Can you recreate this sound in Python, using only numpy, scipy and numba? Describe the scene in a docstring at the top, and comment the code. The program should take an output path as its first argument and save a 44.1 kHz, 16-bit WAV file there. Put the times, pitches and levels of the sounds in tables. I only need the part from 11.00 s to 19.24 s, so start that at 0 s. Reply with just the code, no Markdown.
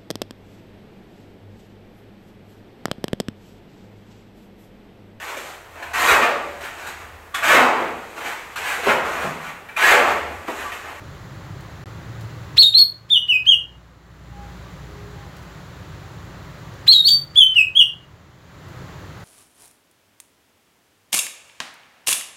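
"""Distant traffic hums outside, with a waver of engine hum, faint tones and hiss; it cuts out once, briefly.
Then a caged songbird, close to the microphone, sings two sharp two-voiced chips and three falling whistles;
after a pause with light ticks of claws and feathers, it sings a second such phrase. Gliding sine tones make
the voice, coloured noise the scratches and clicks. A small hard room rings after each note, and the
recorder's gain control ducks the background during each phrase and lets it back afterwards."""
import sys
import numpy as np
from scipy import signal
from scipy.fft import rfft, irfft
from scipy.io import wavfile
from scipy.ndimage import uniform_filter1d, minimum_filter1d
from numba import njit

SR = 44100
rng = np.random.default_rng(int(sys.argv[2]) if len(sys.argv) > 2 else 0)


def to_wav(sig):
    """Store sig (one row per channel, or 1-D mono) as 16-bit WAV at the path in sys.argv[1].

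    Samples outside -1..1 are clipped; the rate is SR.
    """
    pcm = np.clip(np.atleast_2d(sig), -1, 1) * 32767
    pcm = np.round(pcm).astype(np.int16)
    wavfile.write(sys.argv[1], SR, pcm.T)  # frames by channels


N = 363384
TIME = np.arange(N) / SR


def undb(db):
    """Decibels to gain."""
    return 10 ** (np.asarray(db) / 20)


def ease(part):
    """Smooth step from 0 to 1."""
    return np.sin(np.pi / 2 * np.clip(part, 0, 1)) ** 2


def noise(colour):
    """Noise of rms 1 with a spectrum drawn through (pitch_hz, level_db) points."""
    hz, db = np.transpose(colour)
    bins = np.maximum(np.fft.rfftfreq(N, 1 / SR), 1)
    gain = undb(np.interp(np.log(bins), np.log(hz), db))
    x = irfft(rfft(rng.standard_normal(N)) * gain, N)
    return x / x.std()


def walk(rate):
    """Smooth random wandering of spread 1, about rate turns a second."""
    size = max(int(SR / rate), 1)
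    steps = np.interp(np.arange(N) / size, np.arange(N), rng.standard_normal(N))
    x = uniform_filter1d(steps, size)
    return x / x.std()


def swell(at, half):
    """A bell-shaped rise and fall around a moment."""
    out = np.zeros(N)
    near = slice(*np.searchsorted(TIME, (at - 4 * half, at + 4 * half)))
    out[near] = np.exp(-((TIME[near] - at) / half) ** 2)
    return out


def bursts(table, colour):
    """Short swells of coloured noise, from (centre_s, half_length_s, level_db) rows."""
    return noise(colour) * sum(undb(db) * swell(s, half) for s, half, db in table)


# The song, close to the microphone. Each note arches up to a crest, falls to a landing pitch, then drifts
# to its end; a roundness of 1 is a straight rise. Columns of both: start_s, length_s, rise_s, fall_s,
# first_hz, crest_hz, landing_hz, drift_hz_per_s, roundness, level_db, fade_db_per_s, overtones_db, scratch_db
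CHIP_NOTES = [(1.577, 0.12, 0.033, .025, 3816, 4410, 3783, -900, 2.2, 5.5, -49, -0.5, -29.5),
              (1.738, 0.1, .049, 0.015, 4030, 4430, 4347, -3000, 1.0, 4, -15.5, -0.5, -43.5),
              (5.876, 0.15, 0.043, .032, 3978, 4460, 3862, -1600, .7, 1.5, -45.5, -2.5, -34.5),
              (6.041, 0.12, 0.031, 0.053, 4170, 4530, 4577, -400, .8, -3.5, -13, 5.5, -50)]
WHISTLE_NOTES = [(2.1, 0.093, 0.017, 0.061, 3327, 3630, 2903, 9000, 2.2, 3.8, -54.5, 1, -43.5),
                 (2.282, 0.093, .013, 0.046, 2850, 2997, 2537, -970, 0.92, 1.2, -50, -1.5, -45.5),
                 (2.462, 0.1, 0.03, 0.048, 2810, 3274, 2874, -3200, 1.7, 4.5, -32, -1.5, -40),
                 (6.356, 0.12, .032, 0.041, 3200, 3467, 3055, 597.5, 2.6, 3.83, -23, 2, -43),
                 (6.551, 0.076, 0.0043, .048, 2840, 2936, 2566, -1200, 1.7, 3.3, -11.5, -2, -40.5),
                 (6.749, 0.091, 0.033, .036, 3010, 3424, 2872, -3000, .9, 0.62, 52, -1, -56.5)]
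# Upward flicks from the other side of the syrinx, one in each chip.
# Columns: start_s, length_s, level_db, scratch_db, pop_db
FLICK_NOTES = [(1.619, 0.024, -6.5, -20.5, -22.5), (1.784, 0.011, -6.5, -26.5, -29),
               (5.92, 0.025, -7.5, -27, -40), (6.077, 0.022, -5.5, -24, -51)]
# Strength of the overtones, reedier on high notes. Columns: multiple of the pitch, low_note_db, high_note_db
SONG_OVERTONES = [(2, -35.5, -31.5), (3, -36.5, -28.5), (4, -49, -39), (5, -40.5, -38.5), (6, -37, -40.5)]
# The same for the buzzier flicks. Columns: multiple of the pitch, low_note_db, high_note_db
BUZZ_OVERTONES = [(2, -19.5, -10), (3, -27.5, -31.5), (4, -33, -34.5)]
# Spectra of the scratch, the low pop and the crisp click. Columns: pitch_hz, level_db
SCRATCH_SPECTRUM = [(200, -17), (1000, -23), (2800, -3.5), (4400, 5.5), (5600, -13.5), (7500, 3),
                    (10000, -13.5), (12500, -9), (16000, -1.5)]
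POP_SPECTRUM = [(30, -25.5), (200, 4.5), (750, -2.5), (1300, -9.5), (2500, -31.5), (8000, -60)]
CLICK_SPECTRUM = [(200, -23), (1000, -15), (1800, 1.5), (3400, 2.5), (5000, -3.5), (6500, -15.5),
                  (15000, -26)]
CLICK_LEAD_S, CLICK_HALF_S = 0.003, 0.0062
CHIP_CLICK_DB, WHISTLE_CLICK_DB = 5, 7  # above the note's scratch
POP_DELAY_S, POP_HALF_S = 0.011, 0.0023  # delay after the start of the flick


def bird(coupling_db=-42, crackle_db=4):
    """Both sides of the syrinx; sounding together they make sum and difference tones and a crackly scratch."""
    chips = [arch(row, attack=0.013, release=0.016, scoop_hz=1700) for row in CHIP_NOTES]
    whistles = [arch(row, attack=0.021, release=0.015, scoop_hz=250) for row in WHISTLE_NOTES]
    song, overtones = syrinx(chips + whistles, SONG_OVERTONES)
    upstrokes = [upstroke(start, length, db) for start, length, db, *_ in FLICK_NOTES]
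    flick, buzz = syrinx(upstrokes, BUZZ_OVERTONES, jitter=0.053)
    both_sides = undb(coupling_db) * song * flick  # the product holds the sum and difference tones
    scratch = bursts(catches(), SCRATCH_SPECTRUM) * undb(crackle_db * walk(900))
    pops = [(start + POP_DELAY_S, POP_HALF_S, db) for start, *_, db in FLICK_NOTES]
    clicks = [(start - CLICK_LEAD_S, CLICK_HALF_S, db + above)
              for table, above in ((CHIP_NOTES, CHIP_CLICK_DB), (WHISTLE_NOTES, WHISTLE_CLICK_DB))
              for start, *_, db in table]
    knocks = bursts(pops, POP_SPECTRUM) + bursts(clicks, CLICK_SPECTRUM)
    return song + overtones + flick + buzz + both_sides + scratch + knocks


LOW_HIGH_HZ = (3200, 4330)  # pitch of a low whistle and of a high chip
QUAVER, QUAVER_PER_S = 0.0028, 90  # unsteadiness as a share of the pitch, and its pace


def syrinx(notes, partials, jitter=0.0016, catch_jitter=0.02, catch_spread=1.3, shimmer_db=1.5, flutter_db=4.0):
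    """One vibrating membrane: a nearly pure gliding tone; returns it and its weak, fluttering overtones."""
    in_order = sorted(notes, key=lambda note: note[0][0])
    s, *controls = np.hstack(in_order)
    hz, size, reed = (np.interp(TIME, s, c) for c in controls)
    # the pitch grows unsteady wherever the voice catches, the more so the louder the scratch
    catch = sum(undb(db) * swell(at, catch_spread * half) for at, half, db in catches())
    roughness = catch_jitter * catch / catch.max() * walk(1200)
    hz = hz * (1 + QUAVER * walk(QUAVER_PER_S) + jitter * walk(500) + roughness)
    size = size * undb(shimmer_db * walk(300))
    phase = 2 * np.pi * np.cumsum(hz) / SR
    overtones = np.zeros(N)
    for multiple, *low_high_db in partials:
        level = undb(np.interp(hz, LOW_HIGH_HZ, low_high_db) + flutter_db * walk(150))
        audible = multiple * hz < SR / 2
        overtones += level * np.sin(round(multiple) * phase) * audible
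    return size * np.sin(phase), size * reed * overtones


SCOOP_S = 0.0024  # time constant of the opening scoop


def arch(row, attack, release, scoop_hz):
    """One note as (times, pitch, size, reediness): scoop, rounded rise, smooth fall and drift."""
    (start, length, rise, fall, first_hz, crest_hz, landing_hz, drift,
     roundness, db, fade, reed_db, _) = row
    age = np.arange(int(length * SR)) / SR
    scoop = scoop_hz * np.exp(-age / SCOOP_S)
    rising = (first_hz - crest_hz) * np.maximum(1 - age / rise, 0) ** roundness
    falling = (landing_hz - crest_hz) * ease((age - rise) / fall)
    drifting = drift * np.maximum(age - rise - fall, 0)
    pitch = crest_hz + rising - scoop + falling + drifting
    size = undb(db + fade * age) * np.minimum(age / attack, 1) * ease((age[-1] - age) / release)
    return start + age, pitch, size, np.full_like(age, undb(reed_db))


FLICK_FROM_HZ, FLICK_TO_HZ, FLICK_ROUNDNESS = 2650, 3700, 2.0


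def upstroke(start, length, db):
    """One flick as (times, pitch, size, reediness): it swells and dies as its pitch shoots up and levels off."""
    part = np.linspace(0, 1, int(length * SR))
    pitch = FLICK_TO_HZ + (FLICK_FROM_HZ - FLICK_TO_HZ) * (1 - part) ** FLICK_ROUNDNESS
    size = undb(db) * np.sin(np.pi * part) ** 2
    return start + length * part, pitch, size, np.ones_like(part)


SCRATCH_LEAD_S, SCRATCH_HALF_S = 0.0002, 0.0046  # lead is ahead of the note
CLOSING_LEAD_S, CLOSING_HALF_S, CLOSING_DB = 0.014, 0.004, -46.5  # lead is before a whistle's end
FLICK_SCRATCH_SHARE = 0.65  # half length of its scratch, as a share of the flick


def catches():
    """Scratches as notes open, whistles close and flicks sound: (centre_s, half_length_s, level_db)."""
    starts = [(start - SCRATCH_LEAD_S, SCRATCH_HALF_S, db) for start, *_, db in CHIP_NOTES + WHISTLE_NOTES]
    ends = [(start + length - CLOSING_LEAD_S, CLOSING_HALF_S, CLOSING_DB)
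            for start, length, *_ in WHISTLE_NOTES]
    flicks = [(start + length / 2, FLICK_SCRATCH_SHARE * length, db)
              for start, length, _, db, _ in FLICK_NOTES]
    return starts + ends + flicks


# Light ticks of claws and feathers in the cage. Columns: start_s, decay_s, level_db
PERCH_TICKS = [(.608, 0.0036, -45), (1.209, 0.0098, -46), (4.367, .005, -45), (4.429, 0.0039, -49),
               (5.586, 0.0028, -52.5), (5.739, 0.0047, -51.5), (7.684, 0.007, -49), (8.202, 0.0062, -52)]
# Spectrum of a tick. Columns: pitch_hz, level_db
TICK_SPECTRUM = [(300, -1), (1500, 1), (4000, 6.5), (9000, -1.5), (15000, -1.5)]


def perch():
    """Small dry ticks as the bird shifts about: noise that starts at once and dies exponentially."""
    envelope = sum(undb(db) * (TIME >= s) * np.exp(-np.abs(TIME - s) / decay) for s, decay, db in PERCH_TICKS)
    return noise(TICK_SPECTRUM) * envelope


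# Reflections from surfaces near the bird. Columns: delay_s, level_db
NEAR_SURFACES = [(.003685, -15), (.004864, -12.5), (.006088, -20.5), (0.0156, -14.5), (0.0156, -14.5),
                 (.0234, -13.5)]
ROOM_T60_S, TREBLE_T60_S, ROOM_BUILD_S = 0.27, 0.23, 0.018
ROOM_DB, TREBLE_ROOM_DB = -8, 2.5  # diffuse tail, and the extra treble that comes by way of the walls


def room(x, split_hz=6000):
    """Direct sound, a few distinct reflections and a short diffuse tail whose treble dies first."""
    t = TIME[:SR // 2]
    build = (1 - np.exp(-(t / ROOM_BUILD_S) ** 2)) ** 2
    scatter = rng.standard_normal(len(t)) * build
    low = signal.sosfiltfilt(signal.butter(4, split_hz, fs=SR, output="sos"), scatter)
    treble = undb(TREBLE_ROOM_DB) * (scatter - low)
    slow, fast = (np.exp(-np.log(1000) * t / t60) for t60 in (ROOM_T60_S, TREBLE_T60_S))
    response = undb(ROOM_DB) * (low * slow + treble * fast) / np.linalg.norm(scatter * slow)
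    response[0] = 1  # direct sound
    for delay, db in NEAR_SURFACES:
        response[int(delay * SR)] += undb(db)
    return signal.fftconvolve(x, response)[:N]


# A distant engine outside. Columns: time_s, firing_rate_hz, fundamental_db, second_harmonic_db
DISTANT_ENGINE = [(0, 42.26, -50, -46), (.95, 57, -53, -40.5), (1.5, 57.06, -60.5, -36.5),
                  (2.1, 57.15, -56, -44), (2.7, 60.35, -39, -49), (4.4, 57.7, -47, -70),
                  (5.8, 53.97, -53.5, -58), (6.399, 49.6, -47.5, -46), (7, 42.6, -54, -51.5),
                  (8.2, 39.66, -64.5, -74)]
# Faint far-off tones that swell and fade. Columns: centre_s, half_length_s, pitch_hz, level_db
DISTANT_TONES = [(.55, 0.29, 132, -38), (3.413, 0.097, 814, -45.5), (3.679, 0.032, 1164, -49),
                 (4.041, 0.15, 411, -48), (4.211, 0.086, 807, -51.5), (5.062, 0.031, 775, -49),
                 (6.195, 0.16, 140.6, -35)]
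# Spectra of the traffic rumble and of the smooth hiss. Columns: pitch_hz, level_db_per_hz
TRAFFIC_SPECTRUM = [(15, -43), (25, -20), (48, -14.5), (80, -1), (128, 0), (184, -6), (218, -16.5),
                    (303, -12.5), (400, -14), (460, -18), (544, -15), (678, -19), (1180, -17.5),
                    (2000, -22.5), (2600, -52), (4400, -120)]
HISS_SPECTRUM = [(1000, -23.5), (1700, -9), (2100, 0.5), (2700, -2), (4200, -3.5), (5200, -9.5),
                 (7400, -8.5), (8100, -19.5), (15500, -18)]
RUMBLE_DB, HISS_DB = -38.5, -51.5
TRAFFIC_SWELL_DB, TRAFFIC_PER_S = 0.51, 0.71  # depth and pace of the slow swells


def outside(waver_db=2):
    """Traffic rumble and smooth hiss as shaped noise; an engine's wavering hum and far tones as sines."""
    s, *columns = np.transpose(DISTANT_ENGINE)
    hz, first_db, second_db = (np.interp(TIME, s, c) for c in columns)
    phase = 2 * np.pi * np.cumsum(hz * (1 + 0.012 * walk(13.0))) / SR
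    hum = undb(first_db) * np.sin(phase) + undb(second_db) * np.sin(2 * phase)
    hum += undb(-52.5) * np.sin(3 * phase)
    clock = np.cumsum(1 + 0.005 * walk(30)) / SR  # uneven time makes the tones' pitch drift
    tones = sum(undb(db) * swell(at, half) * np.sin(2 * np.pi * f * clock) for at, half, f, db in DISTANT_TONES)
    # the root of 2 makes a sine's level an rms level, like the noise
    tonal = np.sqrt(2) * (hum + tones) * undb(waver_db * walk(11))
    busy = undb(TRAFFIC_SWELL_DB * walk(TRAFFIC_PER_S))
    rumble = noise(TRAFFIC_SPECTRUM) * undb(RUMBLE_DB + 0.37 * walk(4.0))
    hiss = undb(HISS_DB) * noise(HISS_SPECTRUM)
    return tonal + busy * (rumble + hiss)


def scene():
    """The bird in its room over the sound from outside."""
    return (room(bird() + perch()) + outside())[None]


@njit
def ride(peak_db, top_db, active_db, depth_db, attack, hold, release):
    """Gain in dB: falls while the sound is over the top, holds while it stays loud, then climbs back."""
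    out, gain, wait = np.empty(len(peak_db)), 0., 0.
    for i in range(len(peak_db)):
        if peak_db[i] + gain > top_db:
            gain = max(gain - attack / SR, -depth_db)
        wait = hold if peak_db[i] + gain > active_db else wait - 1 / SR
        if wait < 0:
            gain = min(gain + release / SR, 0.)
        out[i] = gain
    return out


def peaks(x, size=256):
    """Smooth envelope over the waveform's crests."""
    crests = -minimum_filter1d(-np.abs(x), size)
    return uniform_filter1d(crests, size) + 1e-9


DROPOUT_START_S, DROPOUT_END_S = 0.840, 0.858
TOP_HZ = 15800  # edge of the top cut


def record(dry, top_db=0.0, active_db=-10.0, depth_db=10.0, attack_db_per_s=303.5, hold_s=0.48,
           release_db_per_s=21.5):
    """Gain control with a hold, a fast peak limiter, one brief dropout and a steep top cut."""
    x = dry[0]
    peak_db = 20 * np.log10(peaks(x))
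    x = x * undb(ride(peak_db, top_db, active_db, depth_db, attack_db_per_s, hold_s, release_db_per_s))
    x = x * np.minimum(1, 0.93 / peaks(x))
    x = x * ((TIME < DROPOUT_START_S) | (TIME > DROPOUT_END_S))
    top_cut = signal.ellip(10, 0.1, 80, TOP_HZ, fs=SR, output="sos")
    return signal.sosfilt(top_cut, x)[None]


dry = scene()
out = record(dry)
to_wav(out)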